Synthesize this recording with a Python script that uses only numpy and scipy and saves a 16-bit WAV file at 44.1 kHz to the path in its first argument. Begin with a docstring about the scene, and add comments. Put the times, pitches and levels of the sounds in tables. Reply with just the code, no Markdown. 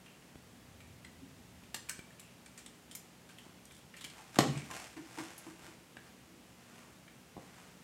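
"""A metal utility knife, heard close up in a small bathroom, pricks a plastic floor liner.
Its blade slides out and rattles in the handle in bright, ringing clicks. The knife is then set down
hard: the covered floor thuds and booms, and the knife rocks to rest. Hands pat the liner, sweep it
with a hiss of tiny slips and fiddle with a bolt, over a quiet bed of room air and mains hum."""
import sys
import numpy as np
from scipy import signal
from scipy.fft import rfft
from scipy.io import wavfile
from scipy.ndimage import uniform_filter1d

SR = 44100
rng = np.random.default_rng(int(sys.argv[2]) if len(sys.argv) > 2 else 0)


def materialize(psi):
    """Save the field psi as 16-bit PCM at rate SR to the path in sys.argv[1].

    A 1-D psi becomes a single channel; in a 2-D psi each row is a channel.
    """
    bounded = np.clip(np.atleast_2d(psi).T, -1, 1)
    quanta = np.round(bounded * 32767).astype(np.int16)
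    wavfile.write(sys.argv[1], SR, quanta)


N = 345611
HIT_TIME = np.arange(SR) / SR  # seconds since a hit
LANDING_S, TICK_T60_S = 4.388, .04  # when the knife lands; how fast its light ticks die

# Clicks of knife and bolt. Each row: start in seconds, level in dB, rattle t60 in seconds,
# midrange knock in dB, top-end edge in dB, handle resonance in Hz.
CLICKS = [(0.0607, -58, .05, 19, -3, 2730), (1.047, -51.5, 0.027, 12.5, -16, 1980),
          (1.744, -38, 0.031, 6, 1.5, 1940), (1.888, -49, 0.024, 15, 10, 2250),
          (1.8932, -37, 0.028, 0, 1, 1570), (1.991, -52.5, .02, 16, 6, 1510),
          (2.105, -60.5, .045, 17, 5, 1790), (2.1958, -52, .035, -2, 2, 3360),
          (2.46, -55, .04, 3.5, -11, 1920), (2.5761, -51, 0.11, 1.5, -4, 2440),
          (2.6613, -50.5, 0.028, 2.5, -7, 3300), (2.912, -51.5, 0.08, 4, -3, 3220),
          (2.9506, -43.5, .04, -4, 9, 2200), (3.2894, -57.5, .12, 9, -1, 1500),
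          (3.3842, -53, 0.038, 13, 3, 3000), (3.9393, -53, .037, 22, -1, 1940),
          (3.966, -54, .066, 7, 3, 2730), (4.0096, -50.5, 0.08, 7, -1, 3240),
          (4.042, -44, 0.049, 7, 1, 3140), (4.0996, -54.5, .03, 13, -12, 4570),
          (4.3579, -45, 0.049, 17, -7, 1090), (4.3881, -26, 0.015, 8.5, 0, 3120),
          (4.5737, -48, .1, 6, -20, 2280), (5.379, -51.5, .06, -6, 7, 10500),
          (5.9676, -50, 0.036, 18, -24, 1630), (7.078, -57.5, 0.043, 26, -5, 1700)]
# The tone of a metal click. Each row: frequency in Hz, gain in dB.
METAL_EQ = [(60, -29), (150, 0), (400, -14), (1000, -1.5), (1450, -1.5), (3000, -2), (4400, 1), (8000, 1),
            (10000, -1), (13000, -4), (15500, -13)]
# The ring of the knife. Each row: pitch in Hz, relative level in dB, t60 in seconds.
KNIFE_MODES = [(1456, -23.5, 0.1), (1660, -28, 0.066), (2323, 7, 0.074), (3500, -12, 0.035),
               (4170, -2, 0.097), (4930, 9, 0.014), (5200, 18, .035), (6700, 3, 0.049), (7500, -4, 0.033),
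               (7800, -15, .035), (8840, 11, 0.033), (9800, 1, 0.043), (10560, -18, .03), (13200, -13, .03)]
# Squeaks of blade, grip and liner. Each row: start and length in seconds, level in dB, pitch in Hz.
SQUEAKS = [(0.055, 0.11, -67, 2770), (1.199, 0.045, -57, 257), (1.892, 0.031, -53, 1520),
           (2.162, 0.19, -68.5, 2630), (3.65, 0.19, -71, 3400), (3.97, 0.1, -63, 3430),
           (4.16, 0.084, -63, 860), (4.507, 0.12, -55.5, 2310), (4.7, 0.034, -45.5, 1030),
           (6.269, 0.14, -65.5, 324)]
# Blows on the covered floor. Each row: start in seconds, level in dB, contact cut-off in Hz.
THUDS = [(1.7445, -51, 700), (3.465, -56.5, 800), (4.046, -54, 150), (4.368, -43, 650),
         (4.387, -27.5, 11000), (4.3884, -18, 2500), (4.3911, -25.5, 1190), (5.969, -54, 1000),
         (7.367, -48, 1000), (7.378, -46.5, 800)]
# The tone of a blow. Each row: frequency in Hz, gain in dB.
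BLOW_EQ = [(30, -43), (60, -36), (120, -3.5), (195, 3), (290, 3.5), (480, -6.5), (750, -3.5), (1150, -2.5),
           (1450, -22), (1900, -11), (3100, -33), (4400, -12), (7000, -16), (15500, -31)]
# The ring of the floor. Each row: pitch in Hz, relative level in dB, t60 in seconds.
FLOOR_MODES = [(77, -11, 0.95), (184, -29, 0.31), (239.4, 4, 0.42), (276, -2, 0.045), (320, -11, 0.2),
               (421, 7, 0.27), (521, 6.5, .35), (583, 2.5, 0.2), (653, -14, 0.36), (670, -19, 0.32),
               (766, -8, 0.25), (940, -13, 0.46), (1050, -11, 0.451), (1170, -10, .22), (1210, -14, .2),
               (2255, 3, 0.33), (2800, -18, .3), (3277, -20, 0.31), (3655, -14, .3)]
# Finger pats. Each row: start in seconds, level in dB, treble slap in dB, t60 in seconds.
PATS = [(4.711, -45.5, 11, 0.03), (4.967, -45.5, -4, 0.12), (5.174, -47.5, -15.5, 0.041),
        (5.186, -39.5, 4, 0.084), (5.466, -48, -11, 0.072), (5.678, -54, 2, 0.02)]
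# The hollow tone of a pat. Each row: frequency in Hz, gain in dB.
PAT_EQ = [(40, -29), (120, 0), (190, -12), (250, -8), (325, 14), (420, -5.5), (600, -11), (900, 1),
          (1300, -9), (1900, -5.5), (3500, -17), (8000, -18.5), (15500, -36)]
# Hand sweeps. Each row: loudest moment and length in seconds, level at that moment in dB.
STROKES = [(3.452, .26, -65), (4.198, 0.48, -58.5), (4.359, 0.082, -50.5), (4.519, .32, -53),
           (4.764, .36, -48), (5.211, 0.55, -52.5), (5.46, .36, -58.5), (5.654, .2, -55),
           (6.067, 0.21, -62), (6.772, 0.45, -59.5), (7.439, .2, -63), (7.599, .6, -61.5)]
# The tone of skin on plastic. Each row: frequency in Hz, gain in dB.
RUB_EQ = [(80, -39), (300, -5), (700, 1), (1100, -3.5), (2200, -1.5), (4000, -8.5), (7500, -7.5),
          (11000, -15), (15500, -25)]
# Soft, close bumps. Each row: start in seconds, level in dB.
BUMPS = [(.357, -48.5), (1.9916, -49), (7.3692, -51)]
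# The dull tone of a bump. Each row: frequency in Hz, gain in dB.
BUMP_EQ = [(20, -19), (60, -2), (200, -2.5), (450, -10.5), (1000, -27), (3000, -32), (10000, -59)]
# The bassy tone of the flutter. Each row: frequency in Hz, gain in dB.
FLUTTER_EQ = [(25, -48), (55, 0.5), (100, 6.5), (160, 0), (260, -4), (400, -25), (900, -37.5)]
# The tone of the room air. Each row: frequency in Hz, gain in dB.
AIR_EQ = [(20, -50), (40, -23), (60, -3), (100, -7.5), (130, 0), (175, -3), (250, -3), (420, -7.5),
          (1300, -14.5), (2800, -15.5), (3900, -19.5), (7600, -21), (13800, -28), (15800, -31.5)]
# Mains hum. Each row: pitch in Hz, rms level in dB.
HUM = [(120, -75), (180, -69), (241, -71)]
# The bathroom's decay. Each row: frequency in Hz, t60 in seconds.
ROOM_T60 = [(100, 1), (300, 0.41), (1000, 0.35), (3000, 0.44), (8000, 0.37), (15000, 0.18)]
# Early wall echoes. Each row: delay in seconds, relative level in dB.
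WALL_ECHOES = [(.0095, -20.5), (0.0184, -12), (0.022, -21), (.039, -20.5)]


def click(db, t60, knock_db, edge_db, handle_hz, modes_db=-13, rise_s=.00079):
    """Steel snaps against the handle: a dense burst, resonances of grip and blade, and the knife's ring."""
    burst = colour(rattle(t60), METAL_EQ)
    blade_hz = 7700 - 45 * (db + 47)  # a harder knock moves more of the blade, which rings lower
    handle = amp(6) * resonate(burst, handle_hz, q=7)
    blade = amp(1) * resonate(burst, blade_hz, q=4)
    ringing = amp(modes_db) * struck(ring(KNIFE_MODES, spread_db=-8.5))
    snap = struck(burst + handle + blade) + ringing
    attack = 1 - np.exp(-HIT_TIME / rise_s)
    tilt = [(300, 0), (1500, knock_db), (3200, knock_db), (5500, 0), (9000, 0), (12000, edge_db)]
    return amp(db) * struck(colour(snap * attack, tilt))


def clicks():
    """The distinct clicks of slider, blade and bolt."""
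    out = np.zeros(N)
    for start, *voicing in CLICKS:
        add(out, start, click(*voicing))
    return out


def chatter(start=3.653, count=6, first_db=-58, fall_db=2.5, gap_s=.065, hurry=1.15):
    """The loose blade chatters as the fist tightens: each thin tick comes sooner and softer."""
    out = np.zeros(N)
    for k in range(count):
        tick = click(first_db - fall_db * k, TICK_T60_S, knock_db=-17, edge_db=-2, handle_hz=3450)
        add(out, start, tick)
        start += gap_s / (k + 1) ** hurry
    return out


def ticks(count=7, db=-64, spread_db=7, spread_octaves=.25):
    """The knife ticks faintly at chance moments while it is in the hand."""
    out = np.zeros(N)
    for when, softness, grip in rng.uniform(-1, 1, (count, 3)):
        handle_hz = 2320 * 2 ** (spread_octaves * grip)
        tick = click(db - spread_db * softness, TICK_T60_S, knock_db=15, edge_db=2, handle_hz=handle_hz)
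        add(out, LANDING_S * (when + 1) / 2, tick)
    return out


def squeaks(slips_per_s=900, q=5.9):
    """Blade, grip and liner squeak and rasp: stick-slip ticks keep one resonance sounding."""
    out = np.zeros(N)
    for start, length, db, hz in SQUEAKS:
        slips = rng.standard_normal(SR) * (rng.random(SR) < slips_per_s / SR)
        pressure = np.sqrt(np.sin(np.pi * np.minimum(HIT_TIME / length, 1)).clip(0))
        tone = resonate(resonate(slips, hz, q / 2), hz, q)
        add(out, start, amp(db) * pressure * unit(tone))
    return out


def thuds(clatter_db=-4, clatter_cut_hz=500, floor_db=-16, bloom_s=.0058):
    """A sharp push and a short clatter ring the floor; a softer contact loses treble."""
    out = np.zeros(N)
    low_cut = signal.butter(2, clatter_cut_hz, "high", fs=SR)
    bloom = 1 - np.exp(-HIT_TIME / bloom_s)
    for start, db, cut_hz in THUDS + rocks():
        t60 = .041 * .5 ** ((db + 54) / 10)  # every 10 dB harder halves the clatter's length
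        clatter = signal.lfilter(*low_cut, rattle(t60))
        push = -struck(signal.unit_impulse(SR)) + amp(clatter_db) * struck(clatter)
        ringing = amp(floor_db) * struck(ring(FLOOR_MODES, spread_db=5)) * bloom
        blow = struck(colour(push, BLOW_EQ)) + ringing
        contact = signal.butter(2, cut_hz, fs=SR)
        add(out, start, amp(db) * struck(signal.lfilter(*contact, blow)))
    return out


def rocks(count=3, gap_s=.09, shrink=.82, first_db=-46, fall_db=4, cut_hz=600):
    """The knife rocks to rest: extra rows for THUDS, ever closer together and fading ever faster."""
    starts = LANDING_S + np.cumsum(gap_s * shrink ** np.arange(count))
    return [(start, first_db - fall_db * k ** 2, cut_hz) for k, start in enumerate(starts)]


def booms(floor_hz=142, swell_s=.021, thud_send_db=-10, rock_send_db=16, pat_send_db=-13):
    """Under every blow, rock and pat, a low floor mode swells and dies within a few cycles."""
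    out = np.zeros(N)
    swell = (HIT_TIME / swell_s * np.exp(1 - HIT_TIME / swell_s)) ** 2
    boom = swell * np.sin(2 * np.pi * floor_hz * HIT_TIME)
    for touches, send_db in (THUDS, thud_send_db), (rocks(), rock_send_db), (PATS, pat_send_db):
        for start, db, *_ in touches:
            add(out, start, amp(db + send_db) * boom)
    return out


def pats(snap_db=-10):
    """Fingers press the liner onto the floor: a hollow puff with a plastic slap on top."""
    out = np.zeros(N)
    for start, db, slap_db, t60 in PATS:
        touch = struck(rattle(t60)) + amp(snap_db) * struck(signal.unit_impulse(SR))
        slap_shelf = [(400, 0), (1500, slap_db)]
        add(out, start, amp(db) * struck(colour(touch, PAT_EQ, slap_shelf)))
    return out


def strokes(slips_per_s=5000, rise_share=.47, ends_db=-16, touch_s=.012):
    """A hiss of tiny slips swells and fades as a hand slides over the plastic."""
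    out = np.zeros(N)
    for peak_s, length, db in STROKES:
        rise_s = length * rise_share
        sizes = np.minimum(rng.exponential(1, SR), 5) * rng.standard_normal(SR)
        slips = sizes * (rng.random(SR) < slips_per_s / SR)
        squeak_db = 4 - .42 * (db + 57)  # light strokes squeak more near 1 kHz
        hiss = unit(colour(slips, RUB_EQ, [(600, 0), (1050, squeak_db), (2500, 0)]))
        speed = amp(np.interp(HIT_TIME, [0, rise_s, length], [ends_db, 0, ends_db]))
        touching = np.clip(np.minimum(HIT_TIME, length - HIT_TIME) / touch_s, 0, 1)
        add(out, peak_s - rise_s, amp(db) * hiss * speed * touching)
    return out


def bumps():
    """Single dull pushes, close and dry, with no ring."""
    out = np.zeros(N)
    bump = struck(colour(-signal.unit_impulse(SR), BUMP_EQ))
    for start, db in BUMPS:
        add(out, start, amp(db) * bump)
    return out


def flutter(rate_hz=30, jitter=.3, noise_db=-2, press_s=.31, lift_s=1.6, pressed_db=-61.5, rest_db=-81):
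    """Uneven low pulses that swell while the knife tip is pressed in."""
    t = np.arange(N) / SR
    cycles = np.cumsum(rate_hz * (1 + jitter * wander(N, 2000))) / SR
    pulses = unit(np.diff(np.floor(cycles), prepend=0)) + amp(noise_db) * rng.standard_normal(N)
    attack = np.clip((t - press_s) / .19, 0, 1)
    release = np.exp(-np.maximum(t - lift_s, 0) / .25)
    level = np.maximum(amp(pressed_db) * attack * release, amp(rest_db))
    return level * unit(colour(pulses - pulses.mean(), FLUTTER_EQ))


def room_tone(air_db=-59.5, waver_rad=.51):
    """A steady bed of hiss and rumble with a wavering mains hum."""
    t = np.arange(N) / SR
    air_gain = amp(curve(AIR_EQ, np.fft.rfftfreq(N, 1 / SR)))
    air = np.fft.irfft(rfft(rng.standard_normal(N)) * air_gain, N)
    hum = np.zeros(N)
    for hz, db in HUM:
        drift = uniform_filter1d(wander(N, 4000), size=400)
        hum += amp(db) * unit(np.sin(2 * np.pi * hz * t + waver_rad * drift))
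    return amp(air_db) * unit(air) + hum


def bathroom(x, tail_db, echo_trim_db, build_s=.0012):
    """Adds a few wall echoes and a diffuse tail in which each band dies at its own speed."""
    hz, t, bands = signal.stft(rng.standard_normal(SR), SR, nperseg=256)
    bands *= fade(t, curve(ROOM_T60, hz)[:, None])
    tail = signal.istft(bands, SR, nperseg=256)[1][:SR]
    tail *= 1 - np.exp(-(HIT_TIME / build_s) ** 2)
    response = amp(tail_db) * tail / np.linalg.norm(tail)
    for delay, db in WALL_ECHOES:
        add(response, delay, amp([db + echo_trim_db]))
    return x + signal.fftconvolve(x, response)[:N]


def rattle(t60, clump_db=3):
    """A dying burst of dense micro-contacts that come in clumps."""
    clumps = amp(clump_db * wander(SR, 70))
    return rng.standard_normal(SR) * clumps * fade(HIT_TIME, t60)


def ring(modes, spread_db):
    """Decaying modes; each blow excites them differently."""
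    return sum(amp(db + spread_db * rng.normal()) * fade(HIT_TIME, t60)
               * np.sin(2 * np.pi * hz * HIT_TIME) for hz, db, t60 in modes)


def resonate(x, hz, q):
    """One resonance with unity gain at its peak."""
    return signal.lfilter(*signal.iirpeak(hz, q, fs=SR), x)


def colour(x, *eqs, size=4096):
    """Stacks EQ curves in one minimum-phase filter, so nothing rings ahead of a hit."""
    hz = abs(np.fft.fftfreq(size, 1 / SR))
    log_gain = np.log(amp(sum(curve(eq, hz) for eq in eqs)))
    spectrum = np.exp(np.conj(signal.hilbert(log_gain)))
    taps = np.fft.ifft(spectrum).real[:size // 2]
    return signal.oaconvolve(x, taps)[:len(x)]


def curve(points, hz):
    """Reads a table on a log-frequency axis."""
    point_hz, values = np.transpose(points)
    return np.interp(np.log(hz + 1), np.log(point_hz + 1), values)


def wander(samples, smooth_samples):
    """Smoothed random movement at rms 1."""
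    return unit(uniform_filter1d(rng.standard_normal(samples), size=smooth_samples))


def fade(t, t60):
    """Exponential decay that loses 60 dB in t60 seconds."""
    return np.exp(-np.log(1000) * t / np.maximum(t60, 1e-3))


def amp(db):
    """Decibels to gain."""
    return 10 ** (np.asarray(db) / 20)


def unit(x):
    """Scales to rms 1."""
    return x / np.sqrt(np.mean(x ** 2) + 1e-20)


def struck(x):
    """Scales a hit so its first 10 ms have rms 1."""
    return x / np.sqrt(np.mean(x[:SR // 100] ** 2) + 1e-20)


def add(mix, start, sound):
    """Mixes a sound in at a start time in seconds."""
    part = mix[max(round(start * SR), 0):][:len(sound)]
    part += sound[:len(part)]


def scene():
    """Knife, floor and hands in the bathroom's reverb; the low layers and room tone stay dry. Mono."""
    knife = bathroom(clicks() + chatter() + ticks() + squeaks(), tail_db=-5, echo_trim_db=-2)
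    floor = bathroom(thuds(), tail_db=-6.5, echo_trim_db=-1)
    hands = bathroom(pats() + strokes(), tail_db=-4.5, echo_trim_db=-8)
    return (knife + floor + hands + booms() + bumps() + flutter() + room_tone())[None]


def record(dry, ceiling=.5, low_cut_hz=38, high_cut_hz=15900):
    """Soft clipping rounds off the hardest blow; then a low cut and a steep high cut."""
    clipped = ceiling * np.tanh(dry / ceiling)
    trimmed = signal.lfilter(*signal.butter(2, low_cut_hz, "high", fs=SR), clipped)
    high_cut = signal.firwin(511, high_cut_hz, window=("kaiser", 9), fs=SR)
    return signal.oaconvolve(trimmed, high_cut[None], "same")


dry = scene()
out = record(dry)
materialize(out)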